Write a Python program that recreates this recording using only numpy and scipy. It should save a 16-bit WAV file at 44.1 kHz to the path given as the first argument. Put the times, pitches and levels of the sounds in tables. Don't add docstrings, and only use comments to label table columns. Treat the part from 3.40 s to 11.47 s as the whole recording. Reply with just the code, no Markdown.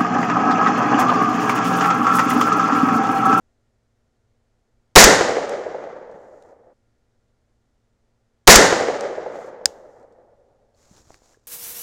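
import sys
import numpy as np
from scipy import signal
from scipy.fft import rfft, irfft
from scipy.io import wavfile
from scipy.ndimage import uniform_filter1d, map_coordinates

SR = 44100
rng = np.random.default_rng(int(sys.argv[2]) if len(sys.argv) > 2 else 0)


def unload_audio(sound):
    columns = np.transpose(np.atleast_2d(sound))
    steps = np.round(np.clip(columns, -1, 1) * 32767)
    wavfile.write(sys.argv[1], SR, steps.astype(np.int16))


N = 355887

# f/Hz, level/dB
CRACK_COLOUR = [(100, -7.5), (1500, -8.5), (4000, -1), (7000, 1), (9000, -12.5), (16000, -20.5)]
# f/Hz, level/dB
STEEL_COLOUR = [(100, -18), (600, -8.5), (1800, -4), (3000, -8), (5000, -4.5), (7000, 1), (9000, -13.5),
                (16000, -24.5)]
# f/Hz, level/dB
TICK_COLOUR = [(100, -18), (1000, -18), (2000, -5), (4000, 2), (7000, 2.5), (9000, -6.5), (16000, -31)]


def amp(db):
    return 10 ** (np.asarray(db) / 20)


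def evened(x):
    return x / np.sqrt(np.mean(x ** 2) + 1e-20)


def read(points, hz):
    f, value = np.transpose(points)
    return np.interp(np.log(hz + 1), np.log(f + 1), value)


def add(mix, s, sound):
    part = mix[max(round(s * SR), 0):][:len(sound)]
    part += sound[:len(part)]


def clock(size=3 * SR):
    return np.arange(size) / SR


def fade(t, t60):
    return np.exp(-np.log(1000) * t / t60)


def wander(t, count):
    return np.interp(t, np.linspace(0, t[-1], count), rng.standard_normal(count))


def flicker(db, size, width):
    return amp(db * evened(uniform_filter1d(rng.standard_normal(size), width)))


def noise(colour, size):
    gain = amp(read(colour, np.fft.rfftfreq(size, 1 / SR)))
    return evened(irfft(rfft(rng.standard_normal(size)) * gain, size))


def pulse(colour, size=2048):
    log_gain = np.log(amp(read(colour, abs(np.fft.fftfreq(size, 1 / SR)))))
    spectrum = np.exp(np.conj(signal.hilbert(log_gain)))
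    shape = np.fft.ifft(spectrum).real[:size // 2]
    return shape / abs(shape).max()


def burst(colour, db, rise, size=16384):
    u = clock(size) / rise
    swell = (u * np.exp(1 - u)) ** 2
    sound = noise(colour, size) * swell
    return amp(db) * sound * np.linalg.norm(swell) / np.linalg.norm(sound)


def strike(colour, t60, scatter, size=8192):
    spray = rng.standard_normal(size) * fade(clock(size), t60)
    hits = scatter * spray / np.linalg.norm(spray)
    hits[0] += 1
    click = pulse(colour)
    sound = signal.fftconvolve(hits, click)
    return sound * np.linalg.norm(click) / np.linalg.norm(sound)


def knock(db, hz, t60):
    t = clock(16384)
    return amp(db) * np.sin(2 * np.pi * hz * t) * fade(t, t60)


def air_and_hum():
    # f/Hz, level/dB
    tones = [(116.5, -76.5), (233, -79.5), (1400, -93)]
    # f/Hz, level/dB
    air_colour = [(25, -2.5), (60, -7), (105, -7.5), (150, -18.5), (250, -17.5), (320, -20), (480, -17.5),
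                  (750, -23.5), (1050, -29.5), (1900, -31), (2600, -37), (7000, -38), (9500, -46),
                  (15500, -58)]
    t = clock(N)
    drift = 0.14 * wander(t, count=40)
    hum = sum(amp(db) * np.sqrt(2) * np.sin(2 * np.pi * (hz * t + drift)) for hz, db in tones)
    return amp(-67) * noise(air_colour, N) + hum


def hammer():
    return burst(STEEL_COLOUR, db=-14, rise=0.0017)


def blast():
    # f/Hz, level/dB
    boom_colour = [(25, -4), (100, -9), (300, -4.5), (540, 3.5), (680, -4.5), (850, 0.5), (1200, -8),
                   (2200, -14.5), (5000, -33), (16000, -57)]
    sound = np.zeros_like(clock())
    add(sound, 0, amp(13.5) * pulse(boom_colour))
    add(sound, 0, burst(CRACK_COLOUR, db=16.5, rise=0.0014))
    add(sound, 0, burst(boom_colour, db=11, rise=0.0085))
    add(sound, 0, knock(db=-0.5, hz=31.3, t60=0.084))
    add(sound, 0, burst(CRACK_COLOUR, db=-4, rise=0.028))
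    return sound


def scattered(bands, patchy_db, size=512):
    bands, length = np.array(bands), len(clock())
    echoes = evened(rng.standard_normal(length) * flicker(patchy_db, length, width=500))
    hz, t, spectra = signal.stft(echoes, SR, nperseg=size, noverlap=size * 3 // 4)
    colour = evened(amp(read(bands[:, :2], hz)))[:, None]
    t60 = read(bands[:, ::2], hz)[:, None]
    spectra *= colour * fade(t, t60)
    return signal.istft(spectra, SR, nperseg=size, noverlap=size * 3 // 4)[1][:length]


def woods_roll(groves_db=1.48):
    # f/Hz, level/dB, fade time/s
    near_bands = [(30, -10.5, 0.25), (100, -11.5, 0.56), (200, -5, 0.95), (402, 0.5, .7), (850, -1, 0.78),
                  (1220, -5.5, 0.83), (1950, 2, .65), (2430, -11.5, .7), (4470, -9, .65), (7000, -7, .6),
                  (8740, -15.5, .5), (15000, -26.5, 0.33)]
    # f/Hz, level/dB, fade time/s
    far_bands = [(30, -29.5, 1.7), (130, -28, 3.7), (250, -19, 2.9), (396, -2.5, 2.2), (535, 1.5, 2.7),
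                 (670, -7, 2.6), (820, -7, 2.6), (960, -14.5, 2.4), (1950, -13.5, 1.9), (2580, -22.5, 1.65),
                 (4000, -21.5, 1.4), (6900, -21, 1.3), (9500, -38, 1.1), (15000, -51, .75)]
    near = amp(1.26) * scattered(near_bands, patchy_db=0.5)
    far = amp(-13.5) * scattered(far_bands, patchy_db=1)
    groves = amp(groves_db * wander(clock(), count=110))
    return near + far * groves


def echo(delay, db, t60, scatter):
    # f/Hz, level/dB, loss on the way/(dB per s)
    bands = [(40, -20.5, 20.5), (150, -16, 26.5), (290, -9, 16), (400, 0, 4), (570, 1, 3), (810, -6, 7),
             (1100, -14.5, 15), (2000, -14.5, 21), (3000, -28, 30.5), (7000, -35, 34), (16000, -67.5, 40)]
    colour = [(hz, level_db - loss * delay) for hz, level_db, loss in bands]
    return amp(db) * strike(colour, t60, scatter)


def trunk_echoes(per_s=30, length_s=2, clearing_s=0.067, leaves_db_per_s=14):
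    out = np.zeros_like(clock())
    for k, (place, size) in enumerate(rng.random((per_s * length_s, 2))):
        delay = (k + 0.5 + place) / per_s
        loss_db = 20 * np.log10(np.hypot(1, delay / clearing_s)) + leaves_db_per_s * delay
        trunk_db = 2.5 + 3 * (2 * size - 1)
        add(out, delay, echo(delay, trunk_db - loss_db, t60=0.072, scatter=1.6))
    return out


def bolt():
    sound = burst(STEEL_COLOUR, db=4, rise=0.004)
    add(sound, 0.004, knock(db=-6, hz=40, t60=0.1))
    return sound


def slope_echoes():
    # delay/s, level/dB, fade time/s
    slopes = [(.118, 0, .075), (.175, -4.5, .09), (.2508, -2.5, .03), (.345, -10.5, 0.11), (.410, -6, .015),
              (.424, -12.5, 0.11), (.704, -13, 0.048), (.787, -15.5, 0.046), (1.137, -28, .045)]
    out = np.zeros_like(clock())
    for delay, db, t60 in slopes:
        add(out, delay, echo(delay, db, t60, scatter=0.98))
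    return out


def stirred(sound, shift_s=0.00006):
    samples = np.arange(len(sound))
    return map_coordinates(sound, [samples + shift_s * SR * wander(samples, count=300)], order=5)


def rifle():
    # t/s, level/dB, time its roll is cut off/s
    shots = [(1.5591, 0, 3.335), (5.0753, 0, 9.5)]
    bang = woods_roll() + blast() + slope_echoes() + trunk_echoes()
    out = np.zeros(N)
    for s, db, stop in shots:
        shot = np.zeros(N)
        add(shot, s, stirred(bang))
        add(shot, s - 0.0045, hammer())
        add(shot, s + 0.079, bolt())
        cut_off = np.clip((stop - clock(N)) / 0.0055, 0, 1)
        out += amp(db) * shot * cut_off
    return out


def metal_ticks():
    # t/s, level/dB, fade time/s
    ticks = [(2.0948, -22, 0.0092), (2.7144, -50, .03), (3.0244, -44, 0.0073), (5.6093, -18, 0.01),
             (6.628, -55, .04), (6.724, -54, 0.06), (7.565, -39, .12), (7.743, -37, 0.013)]
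    out = np.zeros(N)
    for s, db, t60 in ticks:
        add(out, s, amp(db) * strike(TICK_COLOUR, t60, scatter=1.4))
    return out


def sleeve(snags_per_s=90, rise_s=0.09, fade_s=0.18):
    # t/s, length/s, hiss level/dB, rumble level/dB (both relative)
    strokes = [(2.66, .45, -73, -70), (5.87, 0.21, -59.5, -72), (6.42, .2, -74, -71),
               (7.33, 0.19, -62.5, -62), (7.492, .11, -57, -53.5), (7.619, .14, -59, -56),
               (7.775, 0.16, -61, -69), (7.96, .11, -76, -72)]
    # f/Hz, level/dB
    cloth_colour = [(100, -11), (500, 6), (1000, 2), (1700, -4.5), (3000, -10.5), (4500, -4.5), (7000, 1.5),
                    (9000, -13), (15000, -23)]
    # f/Hz, level/dB
    bench_colour = [(25, 3), (70, -0.5), (200, -7.5), (350, -6), (800, -27), (4000, -59.5)]
    rub, shake = np.zeros((2, N))
    t = clock(SR)
    for s, length, hiss_db, rumble_db in strokes:
        speed = np.minimum(t / rise_s, 1) * fade(np.maximum(t - length, 0), fade_s)
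        add(rub, s, amp(hiss_db) * speed)
        add(shake, s, amp(rumble_db) * speed)
    grains = evened(flicker(1.5, N, width=120))
    snags = rng.standard_normal(N) * (rng.random(N) < snags_per_s / SR)
    crackle = evened(signal.oaconvolve(snags, pulse(cloth_colour))[:N])
    cloth = noise(cloth_colour, N) * grains + amp(-9) * crackle
    return cloth * rub + amp(-4) * noise(bench_colour, N) * shake


def light_knocks():
    # t/s, level/dB, f/Hz, fade time/s
    knocks = [(2.745, -42.5, 190, .05), (6.258, -42, 70, 0.14), (6.2571, -24, 417, 0.012),
              (7.3474, -61, 4370, 0.018), (7.512, -40, 193, 0.032), (7.673, -47.5, 110, .04),
              (7.7052, -30, 720, 0.0071), (7.7439, -31.5, 1900, 0.0021), (7.820, -43, 550, .008),
              (7.945, -53, 1680, 0.033), (7.972, -46.5, 430, 0.023)]
    out = np.zeros(N)
    for s, db, hz, t60 in knocks:
        add(out, s, knock(db, hz, t60))
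    return out


def trigger_reset(rise_s=0.00043):
    # t/s, level/dB
    reset = (6.2567, 0)
    # f/Hz, relative level/dB, fade time/s
    tones = [(799, -25, 0.022), (1626, -8, 0.0073), (1780, -10.5, 0.0076), (2640, -16, 0.0047),
             (3530, -9, 0.0042), (5040, -0.5, 0.0093), (5610, -2.5, 0.006), (6400, -13.5, 0.011),
             (6690, -8.5, 0.0074), (7460, -4, 0.0058), (8570, -5.5, 0.0061), (9300, -15, 0.0063)]
    t = clock(32768)
    ring = sum(amp(db) * np.sin(2 * np.pi * (hz * t + rng.random())) * fade(t, t60)
               for hz, db, t60 in tones)
    snap = amp(-4.5) * noise(TICK_COLOUR, len(t)) * fade(t, 0.011)
    click = (amp(6.5) * ring + snap) * (1 - np.exp(-t / rise_s))
    answer = noise(CRACK_COLOUR, len(t)) * (amp(-44) * fade(t, 0.14) + amp(-60.5) * fade(t, 0.9))
    start, level_db = reset
    out = np.zeros(N)
    add(out, start, amp(level_db) * (click + answer))
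    return out


def scene():
    return (rifle() + trigger_reset() + metal_ticks() + light_knocks() + sleeve() + air_and_hum())[None]


def record(dry):
    clipped = np.clip(dry, -1, 1)
    low_pass = signal.firwin(511, 16000, window=("kaiser", 9), fs=SR)
    return signal.oaconvolve(clipped, low_pass[None], "same")


dry = scene()
out = record(dry)
unload_audio(out)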